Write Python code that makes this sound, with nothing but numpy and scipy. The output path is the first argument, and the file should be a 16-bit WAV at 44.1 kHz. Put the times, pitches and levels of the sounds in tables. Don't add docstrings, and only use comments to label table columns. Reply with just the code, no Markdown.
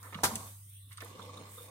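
import sys
import numpy as np
from scipy import signal
from scipy.fft import rfft, irfft
from scipy.io import wavfile
from scipy.ndimage import uniform_filter1d

SR = 44100
rng = np.random.default_rng(int(sys.argv[2]) if len(sys.argv) > 2 else 0)


def wav_out(sig):
    wavfile.write(sys.argv[1], SR, np.round(np.clip(np.atleast_2d(sig).T, -1, 1) * 32767).astype(np.int16))


def rack_gain(trim_db):
    fader = np.asarray(trim_db, float)
    return 10 ** (fader / 20)


N = 74970
T = np.arange(N) / SR
HZ = np.fft.rfftfreq(N, 1 / SR)


def evened(x):
    return x / np.sqrt(np.mean(x ** 2) + 1e-20)


def read(points, hz):
    f, value = np.transpose(points)
    return np.interp(np.log(hz + 1), np.log(f + 1), value)


def curve(rows):
    times, levels = np.transpose(rows)
    return np.interp(T, times, levels)


def colour(x, gain):
    return irfft(rfft(x) * gain, N)


def peaks(table):
    power = sum(rack_gain(db) ** 2 / (1 + (2 * (HZ - f) / width) ** 2) for f, width, db in table)
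    return np.sqrt(power)


def noise_pair():
    return rng.standard_normal((2, N))


def diffuse(a, b):
    spacing_s = 0.00033
    same = np.sinc(2 * HZ * spacing_s) * (1 - 0.69 * HZ / (HZ + 1500))
    other = np.sqrt(1 - same ** 2)
    return np.array([a, colour(a, same) + colour(b, other)])


def wobble(size):
    return evened(uniform_filter1d(uniform_filter1d(rng.standard_normal(N), size), size))


def patchy(x, patchy_db):
    z = signal.stft(x, nperseg=512)[2]
    field = uniform_filter1d(rng.standard_normal(z.shape[1:]), size=14, axis=1)
    field = evened(uniform_filter1d(field, size=5, axis=0))
    return evened(signal.istft(z * rack_gain(patchy_db * field), nperseg=512)[1][:, :N])


def burst(s, t60, rise=0.00086):
    since = np.maximum(T - s, 0)
    return (1 - np.exp(-since / rise)) * rack_gain(-60 * since / max(t60, .005))


def ring(s, hz, t60):
    return burst(s, t60) * np.sin(2 * np.pi * hz * (T - s))


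def placed(x, room_db, loose=.5):
    # (pitch [Hz], time to fall by 60 dB [s])
    kitchen = [(100, 0.7), (500, 0.68), (2000, 0.36), (10000, 0.91)]
    lead_s, right_near_db = 0.00012, 1.5
    hz, t, z = signal.stft(noise_pair(), SR, nperseg=256)
    fading = z * rack_gain(-60 * t / read(kitchen, hz)[:, None])
    tail = signal.istft(fading, SR, nperseg=256)[1][:, :N] * (T > .008)
    tail = diffuse(*tail) / np.linalg.norm(tail[0])
    near = rng.choice([-1., 1.], (2, N)) * (rng.random((2, N)) < .1)
    near = near * rack_gain(-60 * T / 0.032) * (T > .0008)
    near = colour(near * loose / np.linalg.norm(near[0]), HZ ** 2 / (HZ ** 2 + 900 ** 2))[:, :N // 2]
    late = colour(x, np.exp(-2j * np.pi * HZ * lead_s))
    direct = np.array([x, late * rack_gain(right_near_db * loose)])
    echoes = signal.fftconvolve(x[None], near, axes=1)[:, :N]
    reverb = signal.fftconvolve(x[None], tail, axes=1)[:, :N]
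    return direct + echoes + rack_gain(room_db) * reverb


def slam():
    # (time [s], level [dB])
    blows = [
        (0.2336, -3),
        (0.2350, 4),
        (0.2361, 0),
        (0.2378, 1),
        (0.2399, 2),
        (.2445, -6),
        (0.2525, -6),
    ]
    # (pitch [Hz], level [dB], time to fall by 60 dB [s])
    panel_modes = [(82, -9.5, 0.23), (134.7, -13, 0.34), (410.3, -12, 0.17), (663.3, -20.5, 0.25),
                   (770, -10, 0.086), (888, -6, 0.085), (960, -2, 0.081), (1063, -8.5, 0.074),
                   (1122, -11, 0.066), (1364, -12, 0.12), (1596, -3.5, 0.084), (1857, -12, 0.064),
                   (1970, -9.5, 0.094)]
    # (pitch [Hz], level [dB per Hz])
    crack_tone = [(60, -44), (150, -15.5), (550, -15), (1050, -8.5), (1800, -13.5), (2600, -20),
                  (4000, -15.5), (9000, -15), (13000, -16), (16800, -38)]
    crack_t60, crack_db, snap_db, panel_db = 0.12, -24.5, -16, -34
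    touch = blows[0][0]

    loudness = rack_gain(-10) * burst(touch, crack_t60)
    for s, db in blows[1:]:
        loudness += rack_gain(db) * (burst(s, crack_t60) + 2.5 * burst(s, .005, rise=.00005))
    crack = colour(loudness * diffuse(*noise_pair()), rack_gain(read(crack_tone, HZ)))
    main_part = crack[:, round(.235 * SR):round(.25 * SR)]
    crack *= rack_gain(crack_db) / np.sqrt(np.mean(main_part ** 2))

    snap = sum(rack_gain(snap_db + 2 * db) * np.exp(-((T - s) * 40000) ** 2) for s, db in blows[1:])
    snap = colour(snap, HZ ** 2 / (HZ ** 2 + 5000 ** 2))
    push = rack_gain(-18) * burst(touch, .008, rise=.0002) * np.sin(2 * np.pi * 750 * (T - touch))
    panel = sum(rack_gain(db + blow_db) * ring(s, f, t60)
                for f, db, t60 in panel_modes for s, blow_db in blows[:2])

    shudder_hz, shudder_width_hz, shudder_db = 207, 57, -45.5
    shake = evened(colour(rng.standard_normal(N), peaks([(shudder_hz, shudder_width_hz, 0)]) ** 2))
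    shake = shake + 0.39 * np.sin(2 * np.pi * shudder_hz * T)
    swell = np.exp(-((T - 0.316) / 0.079) ** 2)
    shudder = rack_gain(shudder_db) * swell * shake
    near_hit = 0.33 * crack[0] + snap + push + rack_gain(panel_db) * panel
    return crack + placed(near_hit, -2.5, loose=0.7) + shudder


def knocks():
    # (time [s], peak level [dB], pitch [Hz], spread [octaves], time to fall by 60 dB [s])
    bumps = [(0.025, -45, 1321, 0.74, 0.4), (0.1252, -35.5, 1200, 1.33, 0.057),
             (.1447, -28, 2380, 1.2, 0.019), (0.151, -37, 1310, 0.22, 0.078),
             (0.153, -36.5, 182, 0.43, 0.19), (.1565, -50, 2020, 0.95, 0.017),
             (.1878, -33, 970, 0.89, 0.022), (.2, -44, 684, 0.48, 0.13), (1.12, -58.5, 2900, 0.42, 0.4),
             (.2835, -28, 590, 0.58, 0.033), (.304, -33.5, 930, 1.2, 0.052), (0.316, -39, 950, 0.18, 0.045),
             (0.355, -36, 2450, 0.64, 0.036), (0.916, -50.5, 3560, 1.05, 0.1),
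             (0.971, -44.5, 4250, 1.1, 0.07), (1.23, -57.5, 3000, 0.88, .03), (0.653, -66, 365, 0.76, 0.31),
             (0.859, -61, 312.5, 0.62, 0.41), (0.906, -53.5, 1620, 1.1, 0.22),
             (.978, -43.5, 1306, 0.5, 0.071), (1.004, -35, 2220, 1.76, 0.042),
             (1.019, -35.5, 1624, 0.55, 0.041), (1.02, -41, 467, 0.88, 0.15),
             (1.058, -43, 1070, 1.2, 0.056), (1.193, -39, 1174, 0.34, 0.045), (1.108, -48, 368, 0.38, .06),
             (1.152, -40, 470, 0.28, 0.052), (1.191, -44, 490, 0.36, 0.061),
             (1.215, -45.5, 3540, 0.11, 0.1), (1.256, -42.5, 514, 0.14, 0.14),
             (1.26, -46, 2046, 0.62, 0.018), (1.292, -40.5, 1148, 0.1, 0.036),
             (1.373, -40, 3700, 0.089, 0.041), (1.451, -50.5, 1116, 0.21, 0.15),
             (1.366, -48.5, 1153, 0.25, 0.18), (1.573, -48.5, 3620, 0.081, 0.24),
             (1.576, -47.5, 492, 0.16, 0.39), (1.575, -46.5, 1183, 0.33, 0.12)]
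    ring_db, noise_db = -14.5, -7
    out, noise = np.zeros(N), rfft(rng.standard_normal(N))
    for s, db, hz, spread, t60 in bumps:
        around = np.exp(-(np.log2((HZ + 1) / hz) / spread) ** 2) / np.sqrt(HZ + 1)
        puff = evened(irfft(noise * around, N)) * burst(s, t60, rise=t60 / 40)
        out += rack_gain(db) * (rack_gain(ring_db) * ring(s, hz, t60) + rack_gain(noise_db) * puff)
    return placed(out, -9.5, loose=1.0)


def ticks():
    # (time [s], peak level [dB], time to fall by 60 dB [s], low edge [Hz])
    snaps = [(0.0285, -38.5, 0.037, 2990), (0.0973, -51.5, .02, 7000), (.229, -42.5, .05, 6000),
             (0.3561, -22, 0.03, 1500), (.696, -36, 0.02, 9700), (0.734, -40, .02, 9730),
             (1.005, -48, .04, 2530), (1.011, -56, .02, 6000), (1.0194, -36.5, 0.03, 9000),
             (1.0464, -39.5, 0.04, 6050), (1.229, -47.5, .03, 3070), (1.259, -49, .03, 5020),
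             (1.37, -46, .04, 5070)]
    # (pitch [Hz], level [dB per Hz])
    tick_tone = [(1500, -10), (3000, -16), (5500, -6), (9000, -1.5), (11000, -1.5), (14000, -7.5),
                 (16800, -11)]
    click_db, sharpness = 7, 1.76
    tone, out = rack_gain(read(tick_tone, HZ)) * (HZ > 1200), np.zeros(N)
    noise = evened(colour(rng.standard_normal(N), tone))
    for s, db, t60, low_hz in snaps:
        click = irfft(tone * np.exp(-2j * np.pi * HZ * (s + .0003)), N)
        click = rack_gain(click_db) * click / click.max()
        fizz = (.5 * burst(s, t60, rise=.0002) + sharpness * burst(s, .007, rise=.0001)) * noise
        out += rack_gain(db) * colour(fizz + click, 1 / (1 + (low_hz / (HZ + 1)) ** 6))
    return placed(0.32 * out, -5.5, loose=0.89)


def swing():
    # (time [s], level [dB])
    swing_level = [(0, -59), (.11, -63), (.135, -55), (.22, -51.5), (.34, -47.5), (.47, -55.5),
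                   (.54, -69.5), (.62, -83.5), (1.0, -73.5), (1.03, -52), (1.1, -54.5), (1.17, -55.5),
                   (1.2, -52), (1.4, -52), (1.53, -59), (1.58, -59.5), (1.7, -56.5)]
    # (pitch [Hz], level [dB per Hz])
    swing_tone = [(110, -16), (140, -12), (500, -15), (750, -22), (1160, -12), (2700, -15), (9000, -21),
                  (12000, -46)]
    # (pitch [Hz], width [Hz], level [dB])
    door_body = [(199, 72, -4), (348, 360, -7), (494.3, 63, -2.5), (1127, 140, -4.5), (1620, 208, -12.5),
                 (2070, 138, -14.5), (3620, 210, -12.5)]
    rubs_per_s, rub_spread_db, body_db = 900, 3, 3.5
    strength = rack_gain(rub_spread_db * np.minimum(rng.exponential(1, (2, N)), 3))
    rubs = (rng.random((2, N)) < rubs_per_s / SR) * strength * rng.choice([-1., 1.], (2, N))
    rubs = rubs + 0.16 * noise_pair()
    wash = evened(colour(rubs, rack_gain(read(swing_tone, HZ)) * (HZ > 110)))
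    smear = np.exp(1j * np.cumsum(0.074 * rng.standard_normal(len(HZ))))
    body = evened(colour(rubs, peaks(door_body) * (HZ > 110) * smear))
    both = patchy(diffuse(*(wash + rack_gain(body_db) * body)), 2.04)
    return both * rack_gain(curve(swing_level) + 1.15 * wobble(size=400))


def pips():
    # (time [s], peak level [dB], pitch [Hz])
    peels = [
        (0.921, -63, 8700),
        (.9280, -51, 8780),
        (0.9373, -52, 8700),
        (.966, -59.5, 9000),
        (.972, -51, 8540),
        (0.9733, -55, 8540),
        (0.978, -49, 9020),
    ]
    spread_octaves = .16
    noise, out = rfft(rng.standard_normal(N)), np.zeros(N)
    for s, db, hz in peels:
        around = np.exp(-(np.log2((HZ + 1) / hz) / spread_octaves) ** 2)
        squeak = np.sin(2 * np.pi * hz * T) + .5 * evened(irfft(noise * around, N))
        out += rack_gain(db) * burst(s, .014, rise=.0002) * squeak
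    return placed(2 * out, -18, loose=0.32)


def rustle():
    # (time [s], level [dB])
    rustle_level = [(0, -78.5), (.04, -54), (.12, -62), (.22, -76), (.38, -67.5), (.46, -52), (.56, -59),
                    (.88, -78), (.93, -54), (.96, -83), (1.02, -63), (1.08, -60.5), (1.15, -85.5),
                    (1.42, -72.5), (1.52, -52.5), (1.64, -51), (1.7, -62)]
    # (pitch [Hz], level [dB per Hz])
    rustle_tone = [(1500, -11), (3000, -13), (5500, -14), (8660, -2.5), (12000, -4), (15800, -8)]
    grain = noise_pair() * rack_gain(1.8 * wobble(size=60))
    brushing = colour(diffuse(*grain), rack_gain(read(rustle_tone, HZ)) * (HZ > 900))
    return patchy(brushing, 2.5) * rack_gain(curve(rustle_level))


def air():
    # (time [s], level [dB])
    air_level = [(0, -58), (.22, -61.5), (.3, -59), (.5, -59), (.75, -57), (.87, -60.5), (1.3, -63.5),
                 (1.7, -62)]
    # (pitch [Hz], width [Hz], level [dB])
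    gaps = [(1900, 500, -15), (3520, 700, -3.5), (6500, 410, -12), (9000, 900, 2), (11350, 1200, -6),
            (13660, 300, -1), (14800, 2000, -10)]
    hiss = colour(diffuse(*noise_pair()), peaks(gaps) ** 1.08 * (HZ > 1000))
    return patchy(hiss, 2.94) * rack_gain(curve(air_level))


def hum():
    # (time [s], level [dB])
    hum_level = [(0, -58), (.03, -52), (.22, -52.5), (.44, -51), (.63, -53), (.87, -54), (.89, -58.5),
                 (.92, -49), (.955, -59.5), (.98, -51.5), (1.07, -52), (1.15, -54.5), (1.18, -66),
                 (1.21, -54), (1.3, -51), (1.42, -53.5), (1.7, -56.5)]
    # (pitch [Hz], level [dB per Hz])
    kitchen_tone = [(25, -22), (67, -7.5), (126, -6), (216, -22), (1180, -41), (2500, -43)]
    hum_hz, kitchen_db = 99.15, -66.5
    tone = np.sqrt(2) * rack_gain(curve(hum_level)) * np.sin(2 * np.pi * hum_hz * T)
    low = colour(diffuse(*noise_pair()), rack_gain(read(kitchen_tone, HZ)) * (HZ < 3000))
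    return tone + rack_gain(kitchen_db) * evened(low)


def scene():
    return slam() + knocks() + ticks() + swing() + pips() + rustle() + air() + hum()


def roll_off(x):
    return signal.sosfilt(signal.butter(12, 17010, fs=SR, output="sos"), x)


def record(dry):
    # (pitch [Hz], difference [dB])
    right_tilt = [(100, 0.43), (600, .5), (1290, 4), (2400, 3.5), (4400, 1), (8000, .5), (15000, 2)]
    # (pitch [Hz], width [Hz], level [dB])
    phone_body = [(7000, 380, -2.5), (10310, 450, -2.5), (5820, 71, 0.5)]
    edge_hz, low_cut_hz, limit = 15850, 42, .5
    tilt = read(right_tilt, HZ) / 2
    body_db = sum(db * np.exp(-((HZ - hz) / width) ** 2) for hz, width, db in phone_body)
    mic_db = np.array([-tilt, tilt]) + body_db - 10 * (HZ > edge_hz)
    x = colour(dry, rack_gain(mic_db) * HZ ** 3 / (HZ ** 3 + low_cut_hz ** 3))

    gate_db, gate_depth_db = -1, -9
    hz, t, z = signal.stft(x, SR, nperseg=1024)
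    power = uniform_filter1d((abs(z) ** 2).mean(0), size=5, axis=1)
    level_db = 10 * np.log10(uniform_filter1d(power, size=4, axis=0) + 1e-20)
    quiet_db = uniform_filter1d(np.percentile(level_db, 15, axis=1), size=30)[:, None]
    above_db = np.clip(level_db - quiet_db - gate_db, -30, 30)
    shut = (hz[:, None] > 250) / (1 + np.exp(above_db))

    treble = z[:, (hz > 12000) & (hz < edge_hz)]
    top_db = 10 * np.log10((abs(treble) ** 2).mean((0, 1)) + 1e-20)
    hit = (top_db > np.median(top_db) + 15) & (top_db > np.roll(top_db, shift=2) + 4)
    z = z * np.where((hz[:, None] > edge_hz) & ~hit, 0, 1)
    gated = signal.istft(z * rack_gain(gate_depth_db * shut), nperseg=1024)[1][:, :N]
    return roll_off(limit * np.tanh(gated / limit))


dry = scene()
out = record(dry)
wav_out(out)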